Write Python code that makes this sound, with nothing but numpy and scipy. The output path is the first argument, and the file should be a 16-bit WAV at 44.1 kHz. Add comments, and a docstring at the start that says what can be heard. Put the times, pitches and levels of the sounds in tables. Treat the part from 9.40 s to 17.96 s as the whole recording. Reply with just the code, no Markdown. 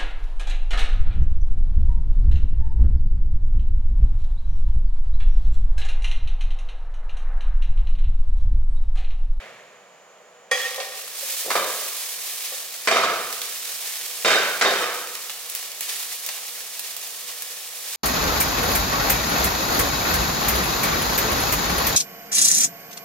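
"""A gas burner rushes softly under the dying echo of a clatter, in a small tiled kitchen.
A spatula raps the pan and drops sliced onion into hot oil; its water boils out, sizzling and spitting
from then on. The pan, lifted to swirl the oil, clatters and skids back on the iron grate four times.
The tiles ring after each blow."""
import sys
import numpy as np
from scipy import signal
from scipy.fft import rfft, irfft, next_fast_len
from scipy.io import wavfile
from scipy.ndimage import uniform_filter1d, minimum_filter1d, map_coordinates

SR = 44100
rng = np.random.default_rng(int(sys.argv[2]) if len(sys.argv) > 2 else 0)


def inscribe(sig):
    """Save sig as 16-bit PCM at rate SR to the path in sys.argv[1].

    A 1-D sig is mono; a 2-D sig holds one channel per row.
    Samples are clipped to [-1, 1] before scaling.
    """
    pcm = np.round(np.clip(np.atleast_2d(sig).T, -1, 1) * 32767)
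    wavfile.write(sys.argv[1], SR, pcm.astype(np.int16))


N = 377496

# how hard the onion boils: (time [s], level [dB])
BOIL_CURVE = [(1.15, -46), (1.7, -39.5), (1.93, -31.0), (2.25, -32), (2.95, -34), (3.4, -38), (3.68, -40),
              (3.98, -34), (4.55, -35), (5.3, -36), (6.0, -38), (6.2, -38), (6.32, -39), (6.62, -34.5),
              (7.3, -38), (7.7, -37.5), (8.3, -38.5), (8.55, -36)]
# bursts of sizzle, the first being the noisy wash of the pan strike: (time [s], length [s], level [dB])
SIZZLE_FLURRIES = [(1.105, 0.5, -30.5), (3.023, 0.2, -34.5), (3.91, .18, -46), (4.35, .4, -38.5),
                   (6.403, 0.13, -36), (6.476, 0.14, -30.5), (6.868, .14, -41), (7.414, 0.23, -40),
                   (7.865, 0.17, -37), (8.434, 0.2, -37.5)]
# coarse steam bursts: (frequency [Hz], level [dB])
SPUTTER_SPECTRUM = [(100, -60), (310, -44), (385, -6.5), (490, -13), (550, -23), (720, -5.5), (1130, -5),
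                    (1500, -5), (1750, -0.5), (2400, 1.5), (4000, 1), (6000, 0), (9000, -6.5), (16000, -18)]
# fine steam bursts: (frequency [Hz], level [dB])
FIZZ_SPECTRUM = [(1000, -39), (3500, -2.5), (6500, 0.5), (9000, 0.5), (13000, -0.5), (16000, -2.5)]
ONION_IN_S, ONION_RISE_S = 1.11, 0.02

def frying():
    """Water boils out of the onion as coarse sputter and fine fizz; both swell in flurries."""
    t = np.arange(N) / SR
    boil_db = np.interp(t, *np.transpose(BOIL_CURVE))
    excess_db = boil_db - boil_db.mean()
    flurry = np.sqrt(sum((amp(db) * swell(np.maximum(t - s, 0) / length)) ** 2
                         for s, length, db in SIZZLE_FLURRIES))
    # sputter grows less than fizz: a harder boil is brighter
    coarse = np.hypot(amp(boil_db.mean() - 1.5 + 0.76 * excess_db), flurry)
    fine = np.hypot(amp(boil_db + 3), flurry * amp(excess_db + 0.5))
    sputter = coarse * bubbles(SPUTTER_SPECTRUM, per_s=1500, spread_db=2.5, wet_db=7.5)
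    fizz = fine * bubbles(FIZZ_SPECTRUM, per_s=4300, spread_db=2.0, wet_db=4.5)
    in_oil = np.clip((t - ONION_IN_S) / ONION_RISE_S, 0, 1)
    flicker = amp(0.96 * wobble(22) + 0.9 * wobble(130))
    return in_oil * flicker * (sputter + fizz)


def bubbles(spectrum, per_s, spread_db, wet_db):
    """Tiny steam bursts of unequal size, in the wash of their own echoes."""
    count = int(per_s * N / SR)
    onsets = rng.integers(0, N, count)
    sizes = amp(spread_db * np.minimum(rng.standard_normal(count), 2.4))
    # each microphone gets its own strength and sign
    bursts = np.array([np.bincount(onsets, sizes * rng.uniform(-1.1, 1, count), N) for _ in range(2)])
    wash = amp(wet_db) * rng.standard_normal((2, N))
    return stereo(unit(bursts) + wash, lambda hz: amp(along(spectrum, hz)))


def swell(age, rise=0.15, fall_db=17):
    """Envelope of a flurry; age and rise are shares of its length."""
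    return np.minimum(age / rise, 1) * amp(-fall_db * np.maximum(age - rise, 0))


# loudest drops: (time [s], level [dB], sputter re snap [dB])
LOUD_SPITS = [(3.9262, -17, -7), (4.0166, -19, -0.5), (5.752, -24, 1), (5.8962, -28, 5.5),
              (6.0983, -16.5, -27), (6.1501, -13, -17), (6.408, -13, -12), (6.8628, -14.5, -17),
              (6.889, -20, -0.5), (7.3937, -15, -15), (7.5654, -17.5, -11), (8.021, -15.5, -17)]
# a bursting drop: (frequency [Hz], level [dB])
SNAP_SPECTRUM = [(200, -17), (1500, -13), (4000, -4.5), (9000, -0.5), (16000, 0)]
SMALL_SPITS_PER_S = 4

def spits():
    """Drops burst with a snap and a short spray; small ones come at random."""
    out, t = np.zeros((2, N)), np.arange(SR // 10) / SR
    envelope = 1.5 * blow(t, t60_s=0.016, rise_s=0.0002) + 0.45 * blow(t, t60_s=0.08, rise_s=0.001)
    frying_s = N / SR - ONION_IN_S
    small = [(ONION_IN_S + frying_s * when, -24 - 2 * softness, -3)
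             for when, softness in rng.random((int(SMALL_SPITS_PER_S * frying_s), 2))]
    for s, db, sputter_db in LOUD_SPITS + small:
        snap = noise(SNAP_SPECTRUM, len(t))
        sputter = amp(sputter_db + 2.5) * noise(SPUTTER_SPECTRUM, len(t))
        add(out, s, kitchen(amp(db - 8) * envelope * (snap + sputter), wet_db=-3))
    return out


# pan set down: (time [s], thud [dB], clank [dB], clank resonance [Hz], ring [dB])
PAN_KNOCKS = [(2.103, -27.5, -19.5, 1110, -38), (2.153, -18, -21, 1150, -33), (3.473, -19, -14, 1980, -38),
              (3.512, -17.5, -16, 1230, -25), (3.558, -22.5, -19, 1280, -42),
              (3.633, -23.5, -22.5, 1160, -37), (4.847, -17, -11.5, 1460, -18.5),
              (4.904, -24, -15.5, 1480, -41), (5.211, -21.5, -12, 1410, -48),
              (5.247, -15.5, -19.5, 1090, -22.5), (5.423, -28.5, -26, 1180, -48),
              (6.887, -50, -39, 820, -60)]
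GRATE_LAG_S = 0.0095

def clatter():
    """Every knock is double: pan on grate, then loose grate on hob."""
    out = np.zeros((2, N))
    for s, thud_db, clank_db, clank_hz, ring_db in PAN_KNOCKS:
        on_grate = contact(thud_db, clank_db, clank_hz, ring_db)
        on_hob = contact(thud_db - 1.5, clank_db - 1, clank_hz, ring_db - 1)
        add(out, s, kitchen(on_grate, wet_db=-1.5))
        add(out, s + GRATE_LAG_S, kitchen(on_hob, wet_db=-1.5))
    return out


# thumped hob: (frequency [Hz], level [dB])
THUD_SPECTRUM = [(25, -2), (90, -39), (180, -12.5), (300, -0.5), (400, 1), (485, 3.5), (560, -6.5),
                 (650, 3), (880, -4.5), (1120, -3.5), (1600, -4), (5000, -42)]
# loose grate: (frequency [Hz], level [dB])
CLANK_SPECTRUM = [(100, -42), (500, -25), (900, -2), (1130, -6), (1700, -5), (2400, -2), (2750, -5.5),
                  (3200, -6), (5000, -7.5), (7300, -11.5), (10000, -19.5), (16000, -33)]
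# ringing iron: (frequency [Hz], level [dB], t60 [s])
GRATE_MODES = [(1990, -10, 0.062), (2430, -16, 0.17), (3108, -8, 0.5), (3698, 1.5, 0.2), (4550, -4, 0.081),
               (4740, 0, 0.063)]

def contact(thud_db, clank_db, clank_hz, ring_db):
    """One contact thumps the hob, clanks the grate and leaves its iron ringing."""
    t = np.arange(SR // 3) / SR
    thud = amp(thud_db + 4) * blow(t, t60_s=0.066, rise_s=0.0014) * noise(THUD_SPECTRUM, len(t))
    iron = stereo(rng.standard_normal((2, len(t))),
                  lambda hz: amp(along(CLANK_SPECTRUM, hz)) * (1 + 3.46 * resonance(hz, clank_hz, 115)))
    clank = amp(clank_db + 5.5) * blow(t, t60_s=0.046, rise_s=0.0012) * iron
    return thud + clank + amp(ring_db) * ring(GRATE_MODES, t, waver=0.0052)


# pan sliding on the grate: (time [s], length [s], rasp [dB], resonance [Hz], width [Hz], chatter [dB])
PAN_SKIDS = [(2.04, 0.11, -33.5, 456, 400, -59), (3.535, 0.23, -31.5, 1260, 300, -22),
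             (4.871, 0.14, -22, 1546, 240, -18), (5.04, .15, -34, 1505, 160, -34),
             (5.299, 0.21, -40, 1250, 350, -23.5)]
SLIPS_PER_S, CHATTER_GAP_S, CHATTER_FADE_DB_PER_S = 600, 0.027, 38

def skids():
    """The pan sticks and slips along the iron and rocks from prong to prong, ever more weakly."""
    out = np.zeros((2, N))
    for s, length_s, rasp_db, centre_hz, width_hz, chatter_db in PAN_SKIDS:
        n = int(length_s * SR)
        friction = rng.standard_normal((2, n))
        slips = rng.random(n) < SLIPS_PER_S / SR
        rasp = stereo(friction * (0.5 + 10 * slips), lambda hz: resonance(hz, centre_hz, width_hz) ** 2)
        add(out, s, kitchen(amp(rasp_db) * rasp * signal.windows.tukey(n, 0.5), wet_db=-10.5))
        for age_s in np.arange(0, length_s, CHATTER_GAP_S):
            db = chatter_db - CHATTER_FADE_DB_PER_S * age_s + rng.normal(0, 2.6)
            rock = contact(thud_db=db - 9.5, clank_db=db, clank_hz=centre_hz, ring_db=db - 27)
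            jitter_s = CHATTER_GAP_S * rng.random() / 2
            add(out, s + age_s + jitter_s, kitchen(rock, wet_db=1))
    return out


# spatula and onion on the pan: (time [s], ring [dB], crack [dB], roll-off [Hz])
PAN_TAPS = [(1.112, -14.5, -18.5, 10000), (1.378, -22, -15, 900), (1.401, -37, -21.5, 6000),
            (1.520, -60, -29, 4000), (1.824, -27.5, -54, 553), (3.116, -31.5, -31, 910)]
# ringing pan: (frequency [Hz], level [dB], t60 [s])
PAN_MODES = [(525.5, -5.5, 0.13), (568, -9.5, 0.096), (778.5, -10.5, 0.26), (1129, -4.5, 0.088),
             (1364, -18, 0.15), (1856, 2, 0.24), (1912, -7, 0.18), (2350, -10, 0.25), (2580, -17, .3),
             (3333, -7, 0.39), (3440, -19, 0.22), (4860, -13.5, .25), (5780, -20, .3), (6480, -17, 0.38),
             (7180, -18, 0.27)]
# crack of a tap: (frequency [Hz], level [dB])
CRACK_SPECTRUM = [(100, -61), (500, -1), (1500, -6), (2300, 1), (2750, -4), (3300, -0.5), (7000, -2.5),
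                  (11000, -3.5), (16000, -25)]

def spatula():
    """Taps ring the thin pan, which radiates little bass; each has its own brightness, dull or sharp."""
    out, t = np.zeros((2, N)), np.arange(SR // 2) / SR
    for s, ring_db, crack_db, rolloff_hz in PAN_TAPS:
        modes = amp(ring_db) * ring(PAN_MODES, t, waver=0.0079)
        crack = amp(crack_db) * blow(t, t60_s=0.083, rise_s=0.0003) * noise(CRACK_SPECTRUM, len(t))
        band = signal.butter(2, [250, rolloff_hz], "bandpass", fs=SR)
        add(out, s, kitchen(signal.lfilter(*band, modes + crack), wet_db=-5))
    return out


# gas flame: (frequency [Hz], level [dB])
FLAME_SPECTRUM = [(30, -40), (75, -40), (112, -17), (180, -7.5), (300, -7), (400, -4), (750, -1),
                  (1050, -3.5), (2100, -8.5), (3000, -11.5), (3900, -18), (7000, -19.5), (9000, -27),
                  (16000, -34)]
# burner hum and jet whistle: (frequency [Hz], width [Hz], level [dB])
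JET_PEAKS = [(486, 24, 8), (6164, 30, -4), (6900, 450, -4.5)]

def burner():
    """The flame's steady rush, its hum and the thin whistle of its jet."""
    jet = stereo(rng.standard_normal((2, N)), lambda hz: sum(
        amp(db) * resonance(hz, centre, width) ** 2 for centre, width, db in JET_PEAKS))
    return amp(-49) * noise(FLAME_SPECTRUM, N) + amp(-57) * jet


def fading_echo(t60_s=1.46):
    """The room still rings from a clatter a moment earlier."""
    t = np.arange(N) / SR
    spectrum = [(110, -9), (250, -11), (550, -3), (1100, -8), (2100, -2), (4500, -16.5), (15000, -35)]
    return amp(-38 - 60 * t / t60_s) * noise(spectrum, N)


# decay of the tiled room: (frequency [Hz], t60 [s])
TILE_DECAY = [(150, 1), (500, 0.98), (1500, 1.0), (4000, 0.92), (8000, 0.51), (15000, 0.24)]

def kitchen(sound, wet_db):
    """A sound plus the echo of the tiled walls; the treble dies first."""
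    wash = stereo(rng.standard_normal((2, SR)), np.ones_like)
    hz, t, bands = signal.stft(wash, SR, nperseg=256)
    decay = blow(t, t60_s=along(TILE_DECAY, hz)[:, None], rise_s=0.001)
    tail = signal.istft(bands * decay, SR, nperseg=256)[1]
    response = amp(wet_db) * tail / np.linalg.norm(tail[0])
    response[:, 0] = 1  # direct path
    return signal.fftconvolve(sound, response, axes=1)


# likeness of left and right: (frequency [Hz], correlation [ratio])
MIC_COHERENCE = [(200, 0.99), (550, 1), (1200, 0.99), (2400, 0.7), (4800, 0.26), (11000, 0.12),
                 (15000, 0.31)]

def stereo(pair, gain):
    """Colour two unrelated signals and mix them as two close microphones hear them; rms 1."""
    n = pair.shape[1]
    m = next_fast_len(n, True)
    hz = np.fft.rfftfreq(m, 1 / SR)
    angle = np.arccos(along(MIC_COHERENCE, hz)) / 2
    mid, side = irfft(rfft(pair, m) * gain(hz) * [np.cos(angle), np.sin(angle)], m)[:, :n]
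    return unit(np.array([mid + side, mid - side]))


def noise(spectrum, n):
    """Stereo noise with a given spectrum."""
    return stereo(rng.standard_normal((2, n)), lambda hz: amp(along(spectrum, hz)))


def ring(modes, t, waver):
    """Modes struck at new strengths; shifting contact makes their pitch waver."""
    drift = waver * np.cumsum(rng.standard_normal((len(modes), len(t))), axis=1)
    out = np.zeros(len(t))
    for (hz, db, t60_s), turns in zip(modes, drift):
        envelope = amp(db + rng.normal(0, 1)) * blow(t, t60_s, rise_s=0.0033)
        out += envelope * np.sin(2 * np.pi * (hz * t + turns + rng.random()))
    return out


def blow(t, t60_s, rise_s):
    """Fast rise, then exponential decay."""
    return (1 - np.exp(-t / rise_s)) * amp(-60 * t / t60_s)


def resonance(hz, centre_hz, width_hz):
    """Gain of one resonance, 1 at its centre."""
    return 1 / np.sqrt(1 + ((hz ** 2 - centre_hz ** 2) / (hz * width_hz + 1e-9)) ** 2)


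def wobble(knots_per_s):
    """A smooth random curve."""
    knots = rng.standard_normal(int(N * knots_per_s / SR) + 4)
    return map_coordinates(knots, [np.arange(N) * knots_per_s / SR])


def along(points, hz):
    """Interpolate (Hz, value) points on a log axis."""
    knots_hz, values = np.transpose(points)
    return np.interp(np.log(hz + 1), np.log(knots_hz + 1), values)


def amp(db):
    """Decibels to gain."""
    return 10 ** (np.asarray(db) / 20)


def unit(x):
    """Scale to rms 1."""
    return x / np.sqrt(np.mean(x ** 2) + 1e-20)


def add(out, s, sound):
    """Mix a sound in at time s."""
    part = out[:, round(s * SR):][:, :sound.shape[1]]
    part += sound[:, :part.shape[1]]


# lead of the left microphone: (frequency [Hz], phase [rad])
LEFT_LEAD = [(0, -1.34), (1290, 0.89), (3700, 0.72), (8270, 1.28), (12700, -0.26), (16600, 0.77)]
# shading of the left microphone: (frequency [Hz], left minus right [dB])
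LEFT_SHADE = [(200, 0.1), (1000, -1.5), (4000, -1.25), (14000, -2.5)]
WALL_DELAY_S = 0.001673  # dips near 300, 900 and 1500 Hz

def scene():
    """All sources with a close wall's reflection, heard from slightly to one side."""
    blows = amp(-1) * (clatter() + skids() + spatula())
    mix = blows + frying() + spits() + amp(-2.5) * (burner() + fading_echo())
    m = next_fast_len(N + SR // 2, True)
    hz = np.fft.rfftfreq(m, 1 / SR)
    reflection = along([(300, 0.61), (1500, 0.055), (3000, 0.078), (6000, 0.019)], hz)
    wall = 1 + reflection * np.exp(-2j * np.pi * hz * WALL_DELAY_S)
    left = amp(along(LEFT_SHADE, hz) / 2) * np.exp(0.5j * along(LEFT_LEAD, hz))
    return irfft(rfft(mix, m) * wall * [left, 1 / left], m)[:, :N]


LOW_CUT_HZ, TOP_HZ, LIMITER_CEILING = 150, 15950, 0.56

def record(dry):
    """The microphone cuts the bass, a limiter holds the loudest blows, the top treble is cut off."""
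    thin = signal.sosfilt(signal.butter(3, LOW_CUT_HZ, "highpass", fs=SR, output="sos"), dry)
    needed = np.minimum(1, LIMITER_CEILING / (np.abs(thin).max(axis=0) + 1e-9))
    gain = uniform_filter1d(minimum_filter1d(needed, size=600), size=400)
    m = next_fast_len(N + SR // 2, True)
    passband = np.fft.rfftfreq(m, 1 / SR) < TOP_HZ
    return irfft(rfft(thin * gain, m) * passband, m)[:, :N]


dry = scene()
out = record(dry)
inscribe(out)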